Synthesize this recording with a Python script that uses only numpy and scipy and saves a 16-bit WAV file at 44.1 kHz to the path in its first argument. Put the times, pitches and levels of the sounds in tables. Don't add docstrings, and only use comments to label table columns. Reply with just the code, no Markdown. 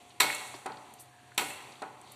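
import sys
import numpy as np
from scipy import signal
from scipy.io import wavfile

SR = 44100
rng = np.random.default_rng(int(sys.argv[2]) if len(sys.argv) > 2 else 0)


def gain_from_decibels(decibels):
    exponent = np.asarray(decibels, float) / 20
    return 10 ** exponent


def digitize_waveform(pressure):
    field = np.atleast_2d(pressure).T
    bounded = np.clip(field, -1, 1)
    quanta = np.round(bounded * 32767).astype(np.int16)
    wavfile.write(sys.argv[1], SR, quanta)


N = 94815
EDGES = 28 * 2 ** np.arange(0, 9.2, 1 / 3)


def rms_one(x):
    return x / np.sqrt(np.mean(x ** 2) + 1e-20)


def at_hz(points, hz):
    table_hz, values = np.transpose(points)
    return np.interp(np.log(hz), np.log(table_hz), values)


def drift(rate_hz):
    r = np.exp(-2 * np.pi * rate_hz * 40 / SR)
    white = rng.standard_normal(N // 40 + 2002)
    slow = rms_one(signal.lfilter([1], [1, -2 * r, r * r], white)[2000:])
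    return np.interp(np.arange(N) / 40, np.arange(len(slow)), slow)


def band(x, low_hz, high_hz):
    sos = signal.butter(2, [low_hz, min(high_hz, 0.45 * SR)], "band", fs=SR, output="sos")
    return signal.sosfilt(sos, x)


def colour(x, spectrum):
    return sum(gain_from_decibels(at_hz(spectrum, np.sqrt(low * high))) * band(x, low, high)
               for low, high in zip(EDGES, EDGES[1:]))


def ring(clicks, hz, t60):
    r = gain_from_decibels(-60 / (t60 * SR))
    w = 2 * np.pi * hz / SR
    return signal.lfilter([0, np.sin(w)], [1, -2 * r * np.cos(w), r * r], clicks + 1e-18)


def burst(length_s):
    t = np.arange(4000) / (max(length_s, 0.0005) * SR / 2)
    outline = t * np.exp(1 - t)
    return rms_one(rng.standard_normal(4000) * outline) * np.sqrt(np.mean(outline ** 2))


def add(out, s, sound):
    i = int(s * SR)
    out[i:i + len(sound)] += sound[:N - i]


def floor():
    # frequency in Hz, relative density in dB per Hz
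    floor_spectrum = [(25, -44), (60, -17), (119, -10), (337, -0.5), (550, -8.5), (850, -1), (1300, -9),
                      (1690, -22), (2030, -8.5), (2600, -9.5), (4200, -12.5), (5800, -18), (8500, -14.5),
                      (11000, -17), (14000, -26)]
    # time in seconds, level in dB
    stir_levels = [(0, -56.5), (.19, -58.5), (.9, -56), (1.1, -61), (1.35, -59), (1.7, -53.5), (1.95, -60),
                   (2.15, -54.5)]
    # centre in Hz, width in Hz, level in dB
    hum_bands = [(99, 34, -73), (126.8, 4.5, -68)]
    t = np.arange(N) / SR
    white = rng.standard_normal((2, N))
    noise = np.zeros(N)
    for k, (low, high) in enumerate(zip(EDGES, EDGES[1:])):
        patchy_db = at_hz(floor_spectrum, np.sqrt(low * high)) + 0.5 * drift(14.0)
        noise += gain_from_decibels(patchy_db) * band(white[k % 2], low, high)
    out = gain_from_decibels(np.interp(t, *np.transpose(stir_levels))) * rms_one(noise)

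    for hz, width_hz, db in hum_bands:
        hum = band(rng.standard_normal(N), hz - width_hz / 2, hz + width_hz / 2)
        out += gain_from_decibels(db) * rms_one(hum)

    whine_hz = 718 + 1.49 * drift(3.22)
    whine_db = -65 + 0.27 * drift(1.7)
    phase = 2 * np.pi * np.cumsum(whine_hz) / SR
    return out + np.sqrt(2) * gain_from_decibels(whine_db) * np.sin(phase)


def kitchen(x):
    # frequency in Hz, t60 in seconds
    room_decay = [(100, 0.9), (300, 0.82), (800, 1.145), (2000, 0.95), (5000, 0.74), (9000, 0.81),
                  (12000, 0.75), (14000, 0.5)]
    build_s, early_db, early_t60_s = 0.007, 11, 0.1
    t = np.arange(N // 2) / SR
    white = rng.standard_normal((2, N // 2))
    echo = np.zeros(N // 2)
    for k, (low, high) in enumerate(zip(EDGES, EDGES[1:])):
        t60 = at_hz(room_decay, np.sqrt(low * high))
        echo += band(white[k % 2], low, high) * gain_from_decibels(-60 * t / t60)
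    echo *= 1 - np.exp(-t / build_s)
    echo *= 1 + gain_from_decibels(early_db - 60 * t / early_t60_s)
    echo *= gain_from_decibels(1 * drift(41.0)[:N // 2] * np.exp(-t / 0.58))
    return signal.fftconvolve(x, echo / np.sqrt(np.sum(echo ** 2)))[:N]


def bubbles():
    per_s, level_db, cycles = 50, -67, 6.0
    size_db = 2.9 * np.minimum(rng.exponential(1, N), 4)
    sizes = gain_from_decibels(size_db) * (rng.random(N) < per_s / SR)
    dealt = rng.integers(0, 12, N)
    pops = sum(ring(sizes * (dealt == k), hz, cycles / hz)
               for k, hz in enumerate(np.geomspace(700, 7000, num=12)))
    return gain_from_decibels(level_db) * pops


def hisses():
    # start in seconds, length in seconds, level in dB, centre in Hz, half-width as share of centre
    hiss_events = [(0.22, 0.47, -51, 8500, 0.33), (1.04, 0.43, -66.5, 1670, 0.061),
                   (1.384, .2, -46, 9300, .3), (2.026, 0.23, -62.5, 4100, 0.14)]
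    out, t = np.zeros(N), np.arange(N) / SR
    for s, length_s, db, hz, share in hiss_events:
        noise = rms_one(band(rng.standard_normal(N), hz / (1 + share), hz * (1 + share)))
        grainy = noise * gain_from_decibels(1.3 * drift(40.0))
        progress = np.clip((t - s) / length_s, 0, 1)
        out += gain_from_decibels(db) * grainy * np.sin(np.pi * progress ** 0.73)
    return out


def ticks():
    # start in seconds, level in dB, centre in Hz, length in seconds
    tick_events = [(0.093, -56, 8200, 0.0033), (0.102, -53.5, 3600, .009), (0.539, -50.5, 4270, 0.019),
                   (0.983, -59.5, 5060, 0.021), (0.299, -28, 2000, 0.0047), (.537, -40, 840, 0.0059),
                   (.538, -45.5, 320, 0.01), (1.317, -50.5, 1570, 0.0048), (1.604, -46, 1360, 0.0035),
                   (1.797, -58, 4040, 0.0023), (0.346, -33, 9200, 0.0062), (0.6594, -45.5, 3980, 0.0066),
                   (.66, -41, 8550, 0.0036), (0.718, -48.5, 3840, 0.0038), (0.769, -51, 4060, 0.0048),
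                   (0.938, -41, 10900, .002), (0.993, -46, 10500, 0.021), (1.344, -56.5, 9200, 0.0057),
                   (1.72, -51.5, 4500, 0.0054), (1.754, -54, 3300, 0.004), (1.8194, -46, 4200, .003),
                   (1.82, -49, 8100, .004), (2.014, -47.5, 9350, 0.0013), (2.073, -54, 3870, 0.0026),
                   (2.117, -44, 11000, 0.0054)]
    spread = 0.26
    out = np.zeros(N)
    for s, db, hz, length_s in tick_events:
        sound = band(burst(length_s), hz / (1 + spread), hz * (1 + spread))
        add(out, s, gain_from_decibels(db) * sound / np.sqrt(4 * spread * hz / SR))
    return out


def strike(clicks, s, db, modes):
    mode_db = np.array(modes)[:, 0]
    scatter_db = 1 * rng.standard_normal(len(modes))
    out = clicks.copy()
    out[:, int(s * SR)] = gain_from_decibels(db + mode_db + scatter_db)
    return out


def knocks():
    # start in seconds, crack level in dB before colouring,
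    # contact length in seconds, brightest frequency in Hz, pan ring in dB, masher ring in dB
    blow_events = [(0.2002, -12.5, 0.00606, 3780, -36, -31.5), (1.3772, -15, 0.00254, 3030, -37, -42.5)]
    # start in seconds,
    # thud level in dB before colouring, contact cut-off in Hz, contact length in seconds,
    # pan ring in dB before the cut-off
    bump_events = [(.234, -25.5, 1050, 0.0029, -35.5), (0.6587, -32, 1080, 0.0041, -36.5),
                   (.692, -38.5, 990, .004, -52), (1.41, -28.5, 980, 0.003, -36.5),
                   (1.8195, -34.5, 1025, 0.0064, -38)]
    # frequency in Hz, level in dB per Hz
    crack_spectrum = [(60, -23), (110, -1.5), (200, -1.5), (425, 5), (540, 3.5), (800, 9), (1400, 8),
                      (1750, 6.5), (2230, 10), (3200, 5.5), (4180, 6), (5500, 2.5), (6800, 1.5),
                      (8880, 5.5), (10500, 2.5), (12000, 7), (13500, -7), (15000, -22)]
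    pan_pitches = [283, 430, 630, 774, 825, 872, 965, 993, 1092, 1275, 1465, 1950, 2697, 3117]
    # level in dB relative to the strike, t60 in seconds
    pan_modes = [(-13.5, 0.3), (-1.5, 0.078), (-18.5, 0.13), (-6, 0.1), (-3, 0.2), (-4, 0.56),
                 (-11.5, 0.43), (-9.5, 0.25), (-14, 1), (-4.5, 0.05), (-2, 0.36), (0.5, 0.05), (-11, 0.27),
                 (-5, 0.17)]
    masher_pitches = [2125, 2163, 2197, 2226, 2240, 2292, 4000, 4075]
    # level in dB relative to the strike, t60 in seconds
    masher_modes = [(-8, .3), (-5, .45), (0, .85), (-4, .55), (-6, .4), (-8, .3), (-4, .1), (-5, .09)]
    peak_db, peak_width = -0.5, 0.31

    crack, pulse = np.zeros(N), np.zeros(N)
    click = signal.unit_impulse(4000)
    pan, masher = np.zeros((len(pan_modes), N)), np.zeros((len(masher_modes), N))

    for s, db, length_s, hz, pan_db, masher_db in blow_events:
        b, a = signal.iirpeak(hz, 1 / peak_width, fs=SR)
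        for out, sound in ((crack, burst(length_s)), (pulse, np.sqrt(length_s * SR) * click)):
            peak = gain_from_decibels(peak_db) * signal.lfilter(b, a, sound)
            add(out, s, gain_from_decibels(db) * (sound + peak))
        middle_s = s + length_s / 2
        pan = strike(pan, middle_s, pan_db, pan_modes)
        masher = strike(masher, middle_s, masher_db, masher_modes)

    for s, db, cut_hz, length_s, pan_db in bump_events:
        soft = signal.butter(2, cut_hz, fs=SR, output="sos")
        gain = gain_from_decibels(db) * np.sqrt(SR / 2 / cut_hz)
        add(crack, s, gain * signal.sosfilt(soft, burst(length_s)))
        add(pulse, s, gain * np.sqrt(length_s * SR) * signal.sosfilt(soft, click))
        loss_db = 10 * np.log10(1 + (np.array(pan_pitches) / cut_hz) ** 6)
        pan = strike(pan, s, pan_db - loss_db, pan_modes)

    rings = np.zeros(N)
    for pitches, modes, clicks in ((pan_pitches, pan_modes, pan), (masher_pitches, masher_modes, masher)):
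        for hz, (_, t60), train in zip(pitches, modes, clicks):
            rings += ring(train, hz, t60)
    return colour(crack + 1e-18, crack_spectrum), colour(pulse + 1e-18, crack_spectrum), rings


def scene():
    crack, pulse, rings = knocks()
    small = ticks() + bubbles()
    to_room = gain_from_decibels(-1) * (pulse + 0.15 * rings) + gain_from_decibels(-13.5) * small
    echo = kitchen(to_room)
    bass_cut = signal.butter(3, 190, "high", fs=SR, output="sos")
    direct = signal.sosfilt(bass_cut, crack + rings + small)
    return (direct + echo + hisses() + floor())[None]


def roll_off(x):
    return signal.sosfilt(signal.butter(12, 15270, fs=SR, output="sos"), x)


def record(dry):
    # centre in Hz, width in Hz, depth as share from 0 to 1
    port_dips = [(5027, 139, .9), (5323, 252, 0.5), (11310, 1650, 0.62)]
    for hz, width_hz, depth in port_dips:
        b, a = signal.iirnotch(hz, hz / width_hz, fs=SR)
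        notched = signal.lfilter(b, a, signal.lfilter(b, a, dry))
        dry = (1 - depth) * dry + depth * notched
    top_cut = signal.cheby2(14, 60, 14400, fs=SR, output="sos")
    return roll_off(signal.sosfilt(top_cut, dry))


dry = scene()
out = record(dry)
digitize_waveform(out)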